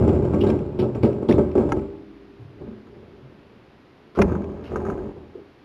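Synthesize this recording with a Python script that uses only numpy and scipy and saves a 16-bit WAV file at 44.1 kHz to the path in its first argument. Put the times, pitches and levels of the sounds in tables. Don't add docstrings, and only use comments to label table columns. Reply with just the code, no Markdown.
import sys
import numpy as np
from scipy import signal
from scipy.fft import rfft, irfft, next_fast_len
from scipy.io import wavfile
from scipy.ndimage import uniform_filter1d

SR = 44100
rng = np.random.default_rng(int(sys.argv[2]) if len(sys.argv) > 2 else 0)


def digitize_waveform(pressure):
    field = np.atleast_2d(pressure).T
    bounded = np.clip(field, -1, 1)
    quanta = np.round(bounded * 32767).astype(np.int16)
    wavfile.write(sys.argv[1], SR, quanta)


N = 248724
TIME = np.arange(N) / SR

# f/Hz, level/dB
HISS_COLOUR = [(25, -13), (120, -2), (400, -1), (550, -9), (1000, -12.5), (2700, -20), (5000, -30),
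               (6500, -41), (10000, -46.5)]
# f/Hz, width/Hz, lift/dB
TUB_RESONANCES = [(78.7, 6.8, 8), (124.2, 6.6, 6.5), (188, 6.7, 1.5), (217, 28, 8), (296.8, 15.5, 6.5),
                  (366.2, 22.4, 8.5), (404.6, 29.3, 7.5), (580, 30.6, 7.5), (850, 31, 5.5), (1122, 22, 4),
                  (1297, 40, 6.5), (1584, 120, 7.5)]

# t/s, level/dB before the fade, f/Hz of the rubbed part
LATCH_SLIDES = [(4.150, -37.5, 1210), (4.639, -39.5, 2910)]
# f/Hz, level/dB
LATCH_SLIDE_COLOUR = [(150, -4), (400, 12.5), (750, -5), (1400, 0), (2100, -9.5), (3500, -15.5),
                      (5500, -18.5), (6500, -29), (11500, -34.5)]
# t/s, peak level/dB
LATCH_SNAPS = [(4.2158, -13), (4.2195, -9)]
# f/Hz, level/dB, t60/s
LATCH_SNAP_MODES = [(980, 16, 0.0038), (1376, 3, 0.021), (1700, 0, 0.029), (2100, 1, 0.03),
                    (2476, 1.5, 0.018), (2600, -16, 0.026), (2740, -5.5, 0.025), (3530, -15, 0.026),
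                    (4260, -18.5, 0.016), (5365, -13.5, 0.024), (5890, -14, 0.018), (6300, -21, 0.029),
                    (10540, -24, 0.04)]
# t/s, relative level/dB
LATCH_RATTLES = [(2.871, -42), (4.1895, -16.5), (4.3198, -25.5), (4.352, -25), (4.7585, -18.5),
                 (4.8514, -27), (4.866, -28), (4.8999, -20.5), (4.977, -35), (5.167, -48)]
# f/Hz, level/dB, t60/s
LATCH_RATTLE_MODES = [(1000, 4, 0.074), (1255, 15, 0.021), (1565, 7, 0.038), (2180, -7, 0.03),
                      (2700, -12.5, 0.025), (3840, -24, .02), (6570, -13, 0.025), (9300, -24.5, 0.039)]

# t/s, level/dB
DOOR_SWING = [(2.5, -53), (2.8, -53.5), (2.95, -42.5), (3.5, -52), (3.948, -70), (4.1, -82)]
# f/Hz, level/dB
DOOR_BODY_COLOUR = [(20, -28), (50, 1.5), (100, 1.5), (180, -0.5), (320, -1.5), (430, 1), (520, -6),
                    (1000, -15), (1600, -36), (2400, -36), (3600, -61.5), (7500, -48), (12500, -67)]
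# t/s, level/dB, attack/s, hold/s, fade/(dB per s), clatter level/dB, latch chatter level/dB
DOOR_SHUDDERS = [(2.542, -36.5, 0.087, 0.051, 83, -22, -27), (4.162, -22.5, 0.071, 0.014, 37, -14, -21),
                 (4.689, -27, 0.038, 0.2, 99, -11.5, -21), (4.982, -32, 0.027, 0.085, 262, -14, -44),
                 (5.159, -39.5, 0.0075, 0.0087, 57, -13, -35)]
# t/s, relative level/dB, bass lift/dB, treble lift/dB
DOOR_BLOWS = [(2.612, -25, 7, 2), (4.151, -41, -7, 7), (4.173, -10, -3.5, 1), (4.188, -0.5, -7, 3.5),
              (4.227, -8, 9, -7), (4.315, -8.5, 5, -9), (4.707, -22.5, -11, -18), (4.757, -14.5, -7.5, 4),
              (4.883, -12, 4, 4), (4.978, -22, -2, 6)]
# f/Hz, level/dB, t60/s
DOOR_PANEL_MODES = [(79.2, -23.5, 0.86), (172.7, -20, 0.8), (198.8, -17.5, 0.8), (243.5, -28, 1.0),
                    (388, -17.5, 0.54), (473, -24, 0.25), (570, -29, 0.44)]
# t/s, level/dB before swell and fade, f/Hz, t60/s, width/octaves
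PANEL_THUDS = [(2.386, -32, 109, 0.46, 0.38), (2.66, -27, 216, 0.32, 0.19),
               (3.216, -32, 127.5, 0.26, 0.094), (5.339, -25, 372, 0.23, 0.26)]

# t/s, level/dB
RACK_ROLL = [(0.0, -18), (0.354, -24.5), (0.418, -23.5), (0.592, -29), (0.702, -31.5), (1.4, -32),
             (1.524, -36), (1.614, -20), (1.79, -30.5)]
# f/Hz, level/dB
RACK_BODY_COLOUR = [(20, -17.5), (45, -18), (75, -3), (220, -0.5), (370, 0.5), (490, -4.5), (700, -16.5),
                    (1200, -28), (1800, -45.5), (2150, -41), (2600, -44.5), (4000, -56), (5400, -56),
                    (6300, -63), (7400, -51), (8500, -53.5), (12500, -89)]
# t/s, relative level/dB, bass lift/dB, treble lift/dB
RACK_BUMPS = [(.024, -12.5, -15.5, 7.5), (.047, -6.5, -3, -2.5), (.076, -3, -10.5, 7.5),
              (.126, -5.5, -19.5, 4), (.246, -12, -1, 12.5), (.334, -4, 4, 7.5), (.384, -10, -4.5, 2.5),
              (.409, -2.5, 4.5, -9), (.436, -5, 9, 14), (.466, -4.5, 4.5, 13), (.488, -0.5, 3, 6),
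              (.6, -11, 1, -3), (.789, -2.5, 5, 3.5), (.824, -4, 3.5, 5.5), (.952, -10, 13.5, 11),
              (1.032, 1.5, 4, 5.5), (1.043, -1.5, -2.5, 0), (1.224, -13, -8, 6.5), (1.288, 3, -5.5, 3),
              (1.3, -0.5, -9, 0.5), (1.337, -1.5, 11.5, 6), (1.381, 2, 3, 5.5), (1.553, -2, -18, 3),
              (1.577, 0.5, 0.5, 3), (1.69, -12.5, -15, 13.5), (1.721, -8.5, -2, 1),
              (1.765, -11.5, 11, 11.5)]
# t/s, level/dB before the fade, f/Hz of the rubbed wire
WHEEL_SKIDS = [(.405, -38, 2920), (.465, -46.5, 3800), (.788, -38, 2870), (1.028, -37.5, 2350),
               (1.286, -36.5, 3720), (1.556, -55, 2290)]
# f/Hz, level/dB
SKID_COLOUR = [(400, -18), (1400, -1.5), (2700, 3.5), (5400, -3), (6400, -26), (9500, -20.5),
               (11500, -16.5)]
# t/s, relative level/dB, pitch ratio of the low partials
CHIRPS = [(.089, -45.5, 1.05), (.343, -48, 0.93), (.499, -36.5, 1), (.555, -53, 0.83), (0.588, -51, 1),
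          (0.948, -48.5, 0.95), (1.127, -55, 0.97), (1.284, -47, 1.4), (1.309, -35, 0.77),
          (1.322, -34.5, 0.95), (1.513, -51.5, 0.99), (1.577, -46, 0.89), (1.79, -55, 0.88),
          (4.439, -53.5, 0.97)]
# f/Hz, level/dB
CHIRP_LOW_PARTIALS = [(2380, 4.5), (2660, 2.5)]
# f/Hz, level/dB
CHIRP_HIGH_PARTIALS = [(5580, -9), (10550, -19.5)]
# t/s, peak level/dB
END_STOP_HITS = [(1.72, -12.5)]
# f/Hz, level/dB, t60/s
END_STOP_MODES = [(800, 2.5, 0.047), (900, 2.5, 0.04), (1320, 7, 0.029), (1636, -3.5, 0.041),
                  (2135, 1, 0.022), (2510, -9, 0.02), (2880, -10.5, 0.018), (4950, -23, 0.021),
                  (5850, -16, 0.027), (6660, -18, 0.035), (9400, -26, 0.036), (10400, -31, 0.041)]
# t/s, level/dB
WIRE_STRIKES = [(1.383, -4.5), (1.72, -1), (4.19, 1)]
# f/Hz, level/dB relative to the blow, t60/s, pitch spread as a share
RACK_WIRES = [(53.2, -40.5, 1.6, 0.06), (204, -41, 1.76, .05), (278, -42, 3.53, 0.055),
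              (314, -39, 2.7, 0.07), (397.7, -38.5, 2.58, 0.0034), (864, -44.5, 0.73, 0.0046)]

HISS_DB = -51.5
CUTOFF_HZ = 12900
TUB_T60_S = 0.5
RACK_FADE_DB_PER_S, DOOR_FADE_DB_PER_S = 76, 55
BASS_FALL_DB_PER_S = 4
PANEL_RING_DB, KNOCK_RING_DB, SLIDING_RING_DB = 3, 6, 6
UPPER_MODES_HZ = 600
RUB_LIFT_DB, RUB_WIDTH_OCTAVES = 8, 0.32
CHATTER_PER_S, CHATTER_SPREAD_DB = 100, 2
SLAM_S, THUD_RISE_S = 4.189, 0.036
CHIRP_SWELL_S, CHIRP_RASP = 0.0033, 0.8


def from_db(db):
    return 10 ** (np.asarray(db) / 20)


def rms_one(x):
    return x / np.sqrt(np.mean(x ** 2) + 1e-20)


def levelled(x):
    return x / np.sqrt(uniform_filter1d(x ** 2, size=1800) + 1e-20)


def dying(t, t60):
    return np.exp(-np.log(1000) * t / max(t60, 1e-3))


def add(out, s, sound):
    start = max(round(s * SR), 0)
    out[start:start + len(sound)] += sound[:N - start]


def at_hz(points, hz):
    points = np.array(points)
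    return np.interp(np.log(hz), np.log(points[:, 0]), points[:, 1])


def coloured(x, response_db):
    size = 2 * next_fast_len(len(x) // 2 + 4096)
    hz = np.maximum(np.arange(size // 2 + 1) * SR / size, 1)
    cepstrum = irfft(np.log(from_db(response_db(hz))))
    cepstrum[1:size // 2] *= 2
    cepstrum[size // 2 + 1:] = 0
    return irfft(rfft(x, size) * np.exp(rfft(cepstrum)))[:len(x)]


def band(x, low_hz, high_hz):
    return signal.sosfilt(signal.butter(2, [low_hz, high_hz], "band", fs=SR, output="sos"), x)


def ripple(depth_db, size):
    grid_hz = np.linspace(0, CUTOFF_HZ, size)
    lift_db = depth_db * rng.uniform(-1.28, 1, size)
    return lambda hz: np.interp(hz, grid_hz, lift_db)


def in_tub(colour, hz):
    lifts = [lift / (1 + (2 * (hz - centre) / width) ** 2) for centre, width, lift in TUB_RESONANCES]
    return at_hz(colour, hz) + sum(lifts)


def contacts(size, per_s, spread_db):
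    strength = from_db(spread_db * np.minimum(rng.exponential(1, size), 3))
    strength = strength * rng.choice([-1, 1], size)
    return rms_one(strength * (rng.random(size) < per_s / SR))


def ringing(modes, t):
    hz, mode_db, t60 = np.transpose(modes)
    gains = from_db(mode_db + rng.uniform(-2, 2, len(hz))) * rng.choice([-1, 1], len(hz))
    return sum(g * np.sin(2 * np.pi * f * t) * dying(t, d) for g, f, d in zip(gains, hz, t60))


def pushed(curve, fade_db_per_s):
    s, level_db = np.transpose(curve)
    after_push = np.maximum(TIME - s[-1], 0)
    return np.interp(TIME, s, level_db, left=-120) - fade_db_per_s * after_push


def rumble(shaking, colour, per_s, spread_db, body_db, bass_db, clatter_db):
    jolts = contacts(N, per_s, spread_db)
    panel_lift = ripple(PANEL_RING_DB, size=600)
    shaken = coloured(jolts, lambda hz: in_tub(colour, hz) + panel_lift(hz) * (hz > UPPER_MODES_HZ))
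    out = np.zeros(N)
    for level_db, low, high in [(bass_db, 25, 160), (body_db, 160, 580), (clatter_db, 580, 14000)]:
        band_filter = signal.butter(2, [low, high], "band", fs=SR, output="sos")
        out += from_db(level_db) * levelled(signal.sosfiltfilt(band_filter, shaken))
    return out * shaking


def knocks(table, colour, strike, chatter_per_s, chatter_t60, rise_s, tail_db, bass_hz, bright_hz):
    out, t = np.zeros(N), TIME[:SR * 3 // 4]
    for s, level_db, bass_db, bright_db in table:
        force = contacts(len(t), chatter_per_s, spread_db=2.5) * dying(t, chatter_t60)
        force += from_db(tail_db) * rng.standard_normal(len(t)) * dying(t, TUB_T60_S)
        force[SR // 1000] += strike * np.linalg.norm(force)
        force *= 1 - np.exp(-t / max(rise_s, 1e-4))
        force_db = 10 * np.log10(uniform_filter1d(np.abs(rfft(force)) ** 2, size=91))
        mode_lift = ripple(KNOCK_RING_DB, size=240)

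        def response_db(hz):
            bass_shelf = bass_db / (1 + (hz / bass_hz) ** 4)
            treble_shelf = bright_db / (1 + (bright_hz / hz) ** 4)
            part = in_tub(colour, hz) + bass_shelf + treble_shelf
            upper_modes = mode_lift(hz) * (hz > UPPER_MODES_HZ)
            return part + upper_modes - np.interp(hz * len(t) / SR, np.arange(len(force_db)), force_db)

        knock = rms_one(coloured(force, response_db)) * np.sqrt(chatter_t60 / 10)
        add(out, s, from_db(level_db) * knock)
    return out


def clicks(table, modes, crack_db, crack_t60, rise_s):
    out, t = np.zeros(N), TIME[:SR // 6]
    for s, peak_db in table:
        burst = rng.standard_normal(len(t)) * dying(t, crack_t60)
        grit = coloured(burst, lambda hz: at_hz(modes, hz))
        crack = rms_one(band(grit, modes[0][0], CUTOFF_HZ))
        ring = ringing(modes, t) * (1 - np.exp(-t / max(rise_s, 1e-5)))
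        sound = rms_one(ring) + from_db(crack_db) * crack
        add(out, s, from_db(peak_db) * sound / np.abs(sound).max())
    return out


def scrapes(table, colour, t60, rise_s, slips_per_s):
    out, t = np.zeros(N), TIME[:SR // 2]
    for s, level_db, ring_hz in table:
        close_lift = ripple(SLIDING_RING_DB, size=180)
        slips = contacts(len(t), slips_per_s, spread_db=2.5)

        def response_db(hz):
            rub = RUB_LIFT_DB * np.exp(-(np.log2(hz / ring_hz) / RUB_WIDTH_OCTAVES) ** 2)
            return at_hz(colour, hz) + close_lift(hz) + rub

        rasp = rms_one(coloured(slips, response_db))
        add(out, s, from_db(level_db) * rasp * (1 - np.exp(-t / rise_s)) * dying(t, t60))
    return out


def hiss():
    noise = coloured(rng.standard_normal(N), lambda hz: at_hz(HISS_COLOUR, hz))
    return from_db(HISS_DB) * rms_one(noise)


def latch():
    slides = scrapes(LATCH_SLIDES, LATCH_SLIDE_COLOUR, t60=0.48, rise_s=0.00071, slips_per_s=2100)
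    snaps = clicks(LATCH_SNAPS, LATCH_SNAP_MODES, crack_db=-1.5, crack_t60=0.029, rise_s=0.0005)
    rattles = clicks(LATCH_RATTLES, LATCH_RATTLE_MODES, crack_db=-8.5, crack_t60=0.1, rise_s=0.00028)
    return slides + snaps + from_db(-1.5) * rattles


def thuds(skirt_db):
    out, t = np.zeros(N), TIME[:SR // 2]
    for s, level_db, pitch_hz, t60, octaves in PANEL_THUDS:

        def response_db(hz):
            return skirt_db * np.log10(1 + (np.log2(hz / pitch_hz) / octaves) ** 2)

        boom = levelled(coloured(rng.standard_normal(len(t)), response_db))
        add(out, s, from_db(level_db) * boom * (1 - np.exp(-t / THUD_RISE_S)) * dying(t, t60))
    return out


def shudder(s, level_db, attack_s, hold_s, fade_db_per_s, clatter_db, chatter_db):
    attack = np.clip((TIME - s) / attack_s, 0, 1)
    fading_s = np.maximum(TIME - s - attack_s - hold_s, 0)
    shaking = attack * from_db(level_db - fade_db_per_s * fading_s)
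    ring = ringing(LATCH_RATTLE_MODES, TIME[:SR // 12])
    touches = shaking * contacts(N, CHATTER_PER_S, CHATTER_SPREAD_DB)
    chatter = signal.fftconvolve(touches, ring / np.linalg.norm(ring))[:N]
    boom = rumble(shaking, DOOR_BODY_COLOUR, per_s=1400, spread_db=-1.0,
                  body_db=-4.0, bass_db=-7.0, clatter_db=clatter_db)
    return boom + from_db(chatter_db) * chatter


def door():
    out = rumble(from_db(pushed(DOOR_SWING, DOOR_FADE_DB_PER_S)), DOOR_BODY_COLOUR, per_s=2300,
                 spread_db=4.5, body_db=-4.5, bass_db=-9.0, clatter_db=-18.5)
    out += sum(shudder(*row) for row in DOOR_SHUDDERS)
    out += from_db(-6.0) * knocks(DOOR_BLOWS, DOOR_BODY_COLOUR, strike=0.23, chatter_per_s=1300,
                                  chatter_t60=0.066, rise_s=0.00048, tail_db=-32.0,
                                  bass_hz=164, bright_hz=576)
    add(out, SLAM_S, ringing(DOOR_PANEL_MODES, TIME[:SR]))
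    return out + thuds(skirt_db=-29.0)


def wires(count):
    out = np.zeros(N)
    for s, blow_db in WIRE_STRIKES:
        for hz, level_db, t60, spread in RACK_WIRES:
            pitches = hz * (1 + spread * rng.uniform(-1, 1, count))
            hum = sum(np.sin(2 * np.pi * f * TIME) for f in pitches)
            add(out, s, from_db(blow_db + level_db) * rms_one(hum) * dying(TIME, t60))
    return out


def squeaks():
    out, t = np.zeros(N), TIME[:SR // 20]
    swell = (t / CHIRP_SWELL_S * np.exp(1 - t / CHIRP_SWELL_S)) ** 2
    for s, level_db, pitch in CHIRPS:
        partials = [(pitch * hz, db) for hz, db in CHIRP_LOW_PARTIALS]
        partials += [(hz * rng.normal(1, .025), db) for hz, db in CHIRP_HIGH_PARTIALS]
        tone = sum(from_db(db) * np.sin(2 * np.pi * (hz * t + rng.random())) for hz, db in partials)
        rasp = rms_one(band(rng.standard_normal(len(t)), 100, 700))
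        flutter = rms_one(1 + CHIRP_RASP * rasp)
        add(out, s, from_db(level_db) * swell * flutter * tone)
    return out


def rack():
    out = rumble(from_db(pushed(RACK_ROLL, RACK_FADE_DB_PER_S)), RACK_BODY_COLOUR, per_s=1100, spread_db=3,
                 body_db=-4.5, bass_db=0.5 - BASS_FALL_DB_PER_S * TIME, clatter_db=-11.0)
    out += from_db(-8.5) * knocks(RACK_BUMPS, RACK_BODY_COLOUR, strike=0.38, chatter_per_s=1700,
                                  chatter_t60=0.12, rise_s=0.00096, tail_db=-8.5,
                                  bass_hz=165, bright_hz=586)
    out += scrapes(WHEEL_SKIDS, SKID_COLOUR, t60=0.19, rise_s=0.0028, slips_per_s=1500)
    out += squeaks()
    out += clicks(END_STOP_HITS, END_STOP_MODES, crack_db=-12, crack_t60=0.034, rise_s=0.0018)
    return out + wires(count=4)


def scene():
    return (hiss() + latch() + door() + rack())[None]


def record(dry):
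    notched = signal.lfilter(*signal.iirnotch(8000, 7, fs=SR), dry)
    rounded = 1.514 * np.tanh(notched / 1.521)
    return signal.sosfilt(signal.ellip(10, .2, 80, CUTOFF_HZ, fs=SR, output="sos"), rounded)


dry = scene()
out = record(dry)
digitize_waveform(out)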